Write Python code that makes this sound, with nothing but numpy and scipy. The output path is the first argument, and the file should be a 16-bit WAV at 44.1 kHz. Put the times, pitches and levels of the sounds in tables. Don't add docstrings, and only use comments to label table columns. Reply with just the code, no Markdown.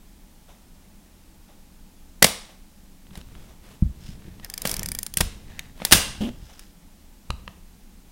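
import sys
import numpy as np
from scipy import signal
from scipy.fft import rfft, irfft, next_fast_len
from scipy.io import wavfile
from scipy.ndimage import uniform_filter1d

SR = 44100
rng = np.random.default_rng(int(sys.argv[2]) if len(sys.argv) > 2 else 0)


def pcm_store(signal):
    levels = np.round(np.clip(np.atleast_2d(signal), -1, 1) * 32767)
    wavfile.write(sys.argv[1], SR, levels.astype(np.int16).T)


N = 357651
TIME = np.arange(N) / SR

# start in seconds, level in dB.
BLADE_STOPS = [(2.227, -3), (2.245, -2.5)]
# frequency in Hz, width in Hz, level in dB.
HOUSING_MODES = [(520, 80, 14), (2050, 230, 11), (3100, 200, -5.5), (4350, 75, -6.5), (5620, 90, 4.5),
                 (6520, 160, -4), (9210, 84, -1), (11700, 160, -0.5)]
# start in seconds,
# crack level in dB, hollow case ring in dB, plate ring in dB, treble lift in dB.
METAL_STRIKES = [ (2.2222, -18, 7, -12.5, -6.5), (2.2247, 3, -6.5, -14, 4), (2.243, 1.5, -17, -13, 4),
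                 (2.2458, -13, 9.5, -8, 0), (2.2662, -18, -12, -5, 4), (3.1541, -36, -9, -7, -14),
                 (3.1742, -37.5, -3, -5, 7), (4.6531, -18, 6, 10.5, -3), (5.171, -9, -18, -1.5, 14.5),
                 (5.183, -25, -14, -12, 5), (5.2057, -17, 2.5, 8, 1.5), (5.2082, -9, -7, -5, -1),
                 (5.2123, -18, -4.5, -7, -7), (5.85, -10, -12, -9.5, 6.5), (5.911, -17.5, -13, -10, -2),
                 (5.9172, -12.5, -8, -7, 2.5), (5.9227, 13, -14, 1.5, 3.5), (5.932, -1.5, -15.5, -2, -5.5),
                 (6.5935, -35, -24, -12, 5)]
# frequency in Hz, spectral level in dB.
CRACK_COLOUR = [(150, -8), (400, -4), (800, -3.5), (1300, -2.5), (2100, 0), (3300, 0), (5500, -1),
                (7500, -5), (9500, -1), (12000, -6), (16000, -10.5)]
# frequency in Hz, width in Hz, level in dB.
CASE_MODES = [(185, 55, 22), (511, 110, 16.5), (614, 33, 2)]
# frequency in Hz, width in Hz, level in dB.
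PLATE_MODES = [(1589, 30, 4), (2010, 120, -1), (2640, 50, -2), (2828, 67, 4), (3060, 40, -3),
               (3475, 37, 2.5), (4980, 30, 0.5), (5640, 30, -1.5), (7150, 19, -2), (8000, 43, -3),
               (9230, 31, -2.5)]
# start in seconds, relative level in dB.
RATCHET_TEETH = [(4.446, -21), (4.4995, -19.5), (4.5386, -17), (4.5777, -14.5), (4.6185, -14.5),
                 (4.6727, -10), (4.694, -13), (4.714, -10), (4.7405, -12), (4.7658, -14.5), (4.7935, -15.5),
                 (4.8309, -15), (4.8594, -14), (4.8868, -15), (4.9173, -13.5), (4.9494, -15), (4.9879, -12),
                 (5.03, -13.5), (5.0645, -15), (5.1387, -16)]
# frequency in Hz, width in Hz, relative level in dB.
PAWL_MODES = [(1800, 45, -1.5), (2290, 120, -4.5), (3350, 210, -6.5), (5070, 440, -4.5), (6100, 470, -8),
              (7460, 160, -7), (9400, 1400, -6.5), (11300, 470, -11), (13000, 320, -12)]
# start in seconds, relative level in dB.
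SPRING_PINGS = [(5.5927, -12.5)]
# frequency in Hz, width in Hz, relative level in dB.
SPRING_RING = [(3740, 77, -4), (5900, 210, -7), (6650, 100, -9), (10300, 210, -14.5), (13790, 310, -16.5)]
# start in seconds, length in seconds, level in dB.
LEVER_SWINGS = [(4.2, .18, -60), (4.425, .045, -47), (4.48, .66, -55.5), (5.45, .27, -53), (5.79, .11, -44)]
# frequency in Hz, width in Hz, relative level in dB.
PIVOT_RING = [(679, 480, -0.5), (1770, 370, 4), (2533, 500, -9), (3500, 600, -13)]
# start in seconds, length in seconds, level in dB.
THUMB_BRUSHES = [(3.98, 0.19, -53.5), (6.33, 0.4, -57)]
# frequency in Hz, width in Hz, relative level in dB.
TOP_PLATE_MODES = [(1680, 690, -4), (3080, 2100, -1), (5020, 510, -0.5)]
# start in seconds, relative level in dB,
# hollow case ring in dB, low-pass corner of the contact in Hz.
PART_KNOCKS = [(3.068, -43, -12, 3000), (3.1078, -40.5, -16, 3000), (3.213, -37.5, -16, 5000),
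               (3.2866, -44, -18, 4000), (3.352, -43, -17, 5000), (3.8268, -22, -19, 500),
               (4.2207, -42, -10, 2490), (4.3975, -38, -9, 4500), (4.821, -36, 5.5, 1500),
               (5.8015, -30, -4, 2206), (5.8190, -20.5, 1, 2300), (5.8702, -29, -6, 3000),
               (6.29, -33, 3, 4000), (7.304, -15, -12, 4930), (7.4776, -24, -5, 3000)]
# frequency in Hz, width in Hz, relative level in dB.
OUTER_PART_MODES = [(980, 220, -2), (1270, 190, 4.5), (1950, 1100, -3), (2610, 280, 4.5), (3050, 800, 2),
                    (4070, 130, -2), (9000, 4000, -3)]
# start in seconds, level in dB, contact time in seconds.
LOW_THUMPS = [(2.226, -24, .012), (2.243, -31, .001), (3.114, -41, .004), (3.175, -36.5, .004),
              (3.8228, -10.5, .005), (4.089, -34, .005), (4.252, -43, .003), (4.28, -39, .003),
              (4.79, -31, .005), (5.172, -31.5, .004), (5.207, -22, .004), (5.228, -16.5, .013),
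              (5.925, -16, .0045), (5.949, -21, .004), (6.207, -28, .004), (6.423, -34, .008),
              (7.299, -20.5, .0075)]
# frequency in Hz, level in dB, time to fall 60 dB in seconds.
ROCKING_MODES = [(37, -9, .28), (61, -1, .24), (86, -3, .17), (140, -1, .11), (170, 4, 0.078),
                 (315, 4, .04)]
# start in seconds, length in seconds, level in dB.
SKIN_SLIDES = [(3.12, .1, -51.5), (3.3, .26, -59.5), (3.61, .17, -52), (4.56, .29, -44.5), (5.75, .2, -50)]
# frequency in Hz, spectral level in dB.
SKIN_COLOUR = [(200, 11), (450, 9), (700, 4), (1100, 2.5), (1800, 0), (3500, -1), (6000, -7.5), (10000, -9),
               (16000, -16)]
# start in seconds, length in seconds, rumble level in dB.
GRIP_SHIFTS = [(3.02, 0.59, -45.5), (3.7, 0.92, -43.5), (4.6, .45, -37), (5.0, .85, -44), (5.8, .68, -39),
               (7.25, 0.39, -48)]
# frequency in Hz, spectral level in dB.
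RUMBLE_COLOUR = [(20, 1), (55, 1), (100, -7), (180, -6.5), (300, -20), (600, -29.5), (1500, -64.5)]
# frequency in Hz, spectral level in dB.
FAR_TICK_COLOUR = [(200, -5), (400, 3), (770, 9), (1000, 1), (1700, -6), (2600, -6.5), (3600, -2),
                   (4700, -19), (6000, -4.5), (7500, -17), (15000, -22.5)]
# frequency in Hz, relative spectral level in dB.
QUIET_COLOUR = [(12, -23.5), (20, 1.5), (34, -4.5), (49, -15), (78, -13), (115, -27.5), (191, -13.5),
                (238, -20.5), (323, -24), (372, -30), (505, -32.5), (856, -34.5), (1300, -38.5),
                (8160, -41), (15500, -43.5)]
# frequency in Hz, time to fall 60 dB in seconds.
ECHO_T60 = [(150, 0.13), (600, .5), (1500, 0.55), (3800, .5), (8000, 0.41), (15000, 0.19)]
# frequency in Hz, relative echo level in dB.
ECHO_LEVEL = [(150, -9.5), (600, -12.5), (1500, -17), (3800, -13.5), (8000, -15), (15000, -15.5)]

PUSH = np.hanning(12)
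STRIKE_FADE_S = .0027
PAWL_VARY_DB, PAWL_VARY_SHARE = 2.5, .02
GEAR_START_S, GEAR_HOLD_S, GEAR_DB, GEAR_SAG_DB_PER_S = 4.648, 0.063, -31.5, 38
STROKE_FULLNESS = 0.72
STROKE_UNEVEN_DB, STROKE_UNEVEN_HZ = 1.5, 45
JUDDER_START_S, JUDDER_HOLD_S, JUDDER_DB, JUDDER_SAG_DB_PER_S = 6.203, .078, -22, 135
JUDDER_SLIPS_PER_S, JUDDER_GAINS_SLIPS_PER_S = 185, 65
CLOCK_FIRST_S, CLOCK_PERIOD_S = .478, 1.001
TICK_DB, TOCK_DB = -51.5, -55.5
QUIET_DB = -48.5
CUTOFF_HZ = 15900


def from_db(db):
    return 10 ** (np.asarray(db) / 20)


def rms_one(x):
    return x / np.sqrt(np.mean(x ** 2) + 1e-20)


def at_hz(points, hz):
    f, value = np.transpose(points)
    return np.interp(np.log(np.maximum(hz, 1)), np.log(f), value)


def add(out, s, sound):
    at = round(s * SR)
    out[at:at + len(sound)] += sound[:N - at]


def colour(x, spectrum):
    size = next_fast_len(len(x))
    gain = from_db(at_hz(spectrum, np.fft.rfftfreq(size, 1 / SR)))
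    return rms_one(irfft(rfft(x, size) * gain, size)[:len(x)])


def low_pass(x, hz):
    return signal.sosfilt(signal.butter(2, hz, fs=SR, output="sos"), x)


def resonate(x, modes):
    out = 0
    for hz, width, db in modes:
        r = np.exp(-np.pi * width / SR)
        poles = [1, -2 * r * np.cos(2 * np.pi * hz / SR), r * r]
        ring = signal.lfilter([1, 0, -1], poles, x + 1e-18)
        out = out + from_db(db) * (1 - r * r) / 2 * ring
    return out


def burst(spectrum, rise, fade, size=4096):
    t = TIME[:size]
    noise = colour(rng.standard_normal(size), spectrum)
    noise = noise / np.sqrt(uniform_filter1d(noise ** 2, size=90) + 1e-9)
    return noise * np.minimum(t / rise, 1) * np.exp(-np.maximum(t - rise, 0) / fade)


def grains(per_s, spread_db):
    sizes = from_db(spread_db * np.minimum(rng.exponential(1, N), 4))
    signs = rng.choice([-1, 1], N)
    return sizes * signs * (rng.random(N) < per_s / SR)


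def strokes(rows):
    arch = np.hanning(65) ** (abs(STROKE_FULLNESS) / 2)
    speed = np.zeros(N)
    for start, length, db in rows:
        speed += from_db(db) * np.interp(TIME, np.linspace(start, start + length, len(arch)), arch)
    catching = rms_one(low_pass(rng.standard_normal(N), STROKE_UNEVEN_HZ))
    return speed * from_db(STROKE_UNEVEN_DB * catching)


def pressure(start, hold, sag_db_per_s, attack, release):
    t = np.maximum(TIME - start, 0)
    letting_go = np.exp(-np.clip((t - attack - hold) / release, 0, 20))
    return np.minimum(t / attack, 1) * from_db(-sag_db_per_s * t) * letting_go


def shutter(rise=0.00065, fade=0.0047):
    stops = np.zeros(N)
    for s, db in BLADE_STOPS:
        add(stops, s, from_db(db) * burst([(1000, -5.5), (16000, -3.5)], rise, fade))
    return resonate(stops, HOUSING_MODES)


def strikes(rise=0.0008, treble_hz=4500):
    crack, shove, flex = np.zeros((3, N))
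    for s, db, hollow_db, plate_db, treble_db in METAL_STRIKES:
        spectrum = [(hz, base + treble_db * hz ** 2 / (hz ** 2 + treble_hz ** 2)) for hz, base in CRACK_COLOUR]
        hit = from_db(db) * burst(spectrum, rise, STRIKE_FADE_S)
        add(crack, s, hit)
        add(shove, s, from_db(db + hollow_db) * PUSH)
        add(flex, s, [from_db(plate_db) * np.sqrt(np.sum(hit ** 2))])
    return crack + resonate(shove, CASE_MODES) + resonate(flex, PLATE_MODES)


def ratchet(rise=0.00061, fade=0.0019, ring_db=1.5, tick_db=-10.0):
    clicks = np.zeros(N)
    for s, db in RATCHET_TEETH:
        drop = from_db(db) * burst([(800, -9.5), (2000, -10.5), (5000, -6), (16000, -5)], rise, fade)
        modes = []
        for hz, width, mode_db in PAWL_MODES:
            modes.append((hz * rng.normal(1, PAWL_VARY_SHARE), width, rng.normal(mode_db, PAWL_VARY_DB)))
        add(clicks, s, from_db(ring_db) * resonate(drop, modes) + from_db(tick_db) * drop)
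    return clicks


def gears():
    mesh = grains(per_s=1300, spread_db=3.5)
    load = pressure(GEAR_START_S, GEAR_HOLD_S, GEAR_SAG_DB_PER_S, attack=0.0073, release=0.022)
    return from_db(GEAR_DB) * load * rms_one(resonate(mesh, PAWL_MODES) + .9 * mesh)


def spring(ring_db=3.0, tick_db=-7.5):
    kick = np.zeros(N)
    for s, db in SPRING_PINGS:
        snap = burst([(1200, -18), (2500, 4.0), (6000, -8), (15000, -15)], rise=.0007, fade=.001)
        add(kick, s, from_db(db) * snap)
    return from_db(ring_db) * resonate(kick, SPRING_RING) + from_db(tick_db) * kick


def rubbing():
    friction = grains(per_s=2000, spread_db=4.0)
    pivot = strokes(LEVER_SWINGS) * rms_one(resonate(friction, PIVOT_RING))
    top_plate = strokes(THUMB_BRUSHES) * rms_one(resonate(friction, TOP_PLATE_MODES))
    return pivot + top_plate


def knocks(rise=0.00061, fade=0.0013, ring_db=1.5, dry_db=-4.5):
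    taps, shove = np.zeros((2, N))
    for s, db, hollow_db, bright_hz in PART_KNOCKS:
        contact = burst([(100, 0.00035), (16000, 0)], rise, fade)
        add(taps, s, from_db(db) * low_pass(contact, bright_hz))
        add(shove, s, from_db(db + hollow_db) * PUSH)
    ring = from_db(ring_db) * resonate(taps, OUTER_PART_MODES)
    return ring + from_db(dry_db) * taps + resonate(shove, CASE_MODES)


def thumps():
    out, t = np.zeros(N), TIME[:SR // 2]
    rocking = sum(from_db(db - 60 * t / t60) * np.cos(2 * np.pi * hz * t) for hz, db, t60 in ROCKING_MODES)
    for s, db, contact_s in LOW_THUMPS:
        push = np.sin(np.pi * np.minimum(t / contact_s, 1)) ** 2
        add(out, s, -from_db(db) * signal.fftconvolve(rocking, push / push.sum()))
    return out


def judder(skin, unsteady=0.2, grit_db=-15.5, scrape_db=-17.0):
    progress = np.clip((TIME - JUDDER_START_S) / JUDDER_HOLD_S, 0, 1)
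    per_s = JUDDER_SLIPS_PER_S + JUDDER_GAINS_SLIPS_PER_S * progress
    wander = rms_one(low_pass(rng.standard_normal(N), 90.4))
    phase = np.cumsum(per_s * np.exp(unsteady * wander)) / SR
    slips = np.diff(np.floor(phase), prepend=0)
    throb = rms_one(low_pass(resonate(slips, [(217, 62, 14), (550, 145, -7)]), 570))
    scratch = low_pass(slips, 390) * rng.standard_normal(N)
    grit = rms_one(resonate(scratch, [(3000, 650, 0)]))
    press = pressure(JUDDER_START_S, JUDDER_HOLD_S, JUDDER_SAG_DB_PER_S, attack=.011, release=0.0054)
    return from_db(JUDDER_DB) * press * (throb + from_db(grit_db) * grit + from_db(scrape_db) * skin)


def fingers(grip_rub_db=-17.0):
    skin = colour(grains(per_s=6000, spread_db=2.5), SKIN_COLOUR)
    rumble = colour(rng.standard_normal(N), RUMBLE_COLOUR)
    grip = strokes(GRIP_SHIFTS) * (rumble + from_db(grip_rub_db) * skin)
    return strokes(SKIN_SLIDES) * skin + judder(skin) + grip


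def room(x, first_s=.006, build_s=0.0043):
    t, tail = TIME[:SR * 3 // 4], 0
    edges = np.geomspace(80, 18000, 9)
    for low, high in zip(edges, edges[1:]):
        hz = np.sqrt(low * high)
        band_pass = signal.butter(2, [low, high], "band", fs=SR, output="sos")
        band = signal.sosfilt(band_pass, rng.standard_normal(len(t)))
        shape = from_db(-60 * t / at_hz(ECHO_T60, hz)) * np.clip((t - first_s) / build_s, 0, 1)
        tail = tail + from_db(at_hz(ECHO_LEVEL, hz)) * band * shape / np.sqrt(np.sum(shape ** 2))
    return signal.fftconvolve(x, tail)[:N]


def far_ticks():
    out = np.zeros(N)
    for k, s in enumerate(np.arange(CLOCK_FIRST_S, N / SR, CLOCK_PERIOD_S)):
        level = from_db(TOCK_DB if k % 2 else TICK_DB)
        add(out, s, level * burst(FAR_TICK_COLOUR, rise=.015, fade=0.049, size=22050))
    return out


def still_room(whine_db=-74.0):
    quiet = from_db(QUIET_DB) * colour(rng.standard_normal(N), QUIET_COLOUR)
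    whine = rms_one(resonate(rng.standard_normal(N), [(841, 48, 0)]))
    return quiet + from_db(whine_db) * whine


def scene(parts_echo_db=-5.0, low_echo_db=-1.5, knock_echo_db=-1.0, count=6):
    parts = shutter() + ratchet() + gears() + rubbing() + spring()
    thumps_and_fingers, knocking = thumps() + fingers(), knocks()
    echo = sum(room(strikes()) for side in range(count)) / np.sqrt(count)
    softer = from_db(parts_echo_db) * parts + from_db(knock_echo_db) * knocking
    softer = softer + from_db(low_echo_db) * thumps_and_fingers
    echo = echo + room(softer)
    return (strikes() + parts + thumps_and_fingers + knocking + echo + far_ticks() + still_room())[None]


def record(dry):
    clipped = np.clip(dry, -.95, .95)
    return signal.sosfilt(signal.ellip(10, .1, 70, CUTOFF_HZ, fs=SR, output="sos"), clipped)


dry = scene()
out = record(dry)
pcm_store(out)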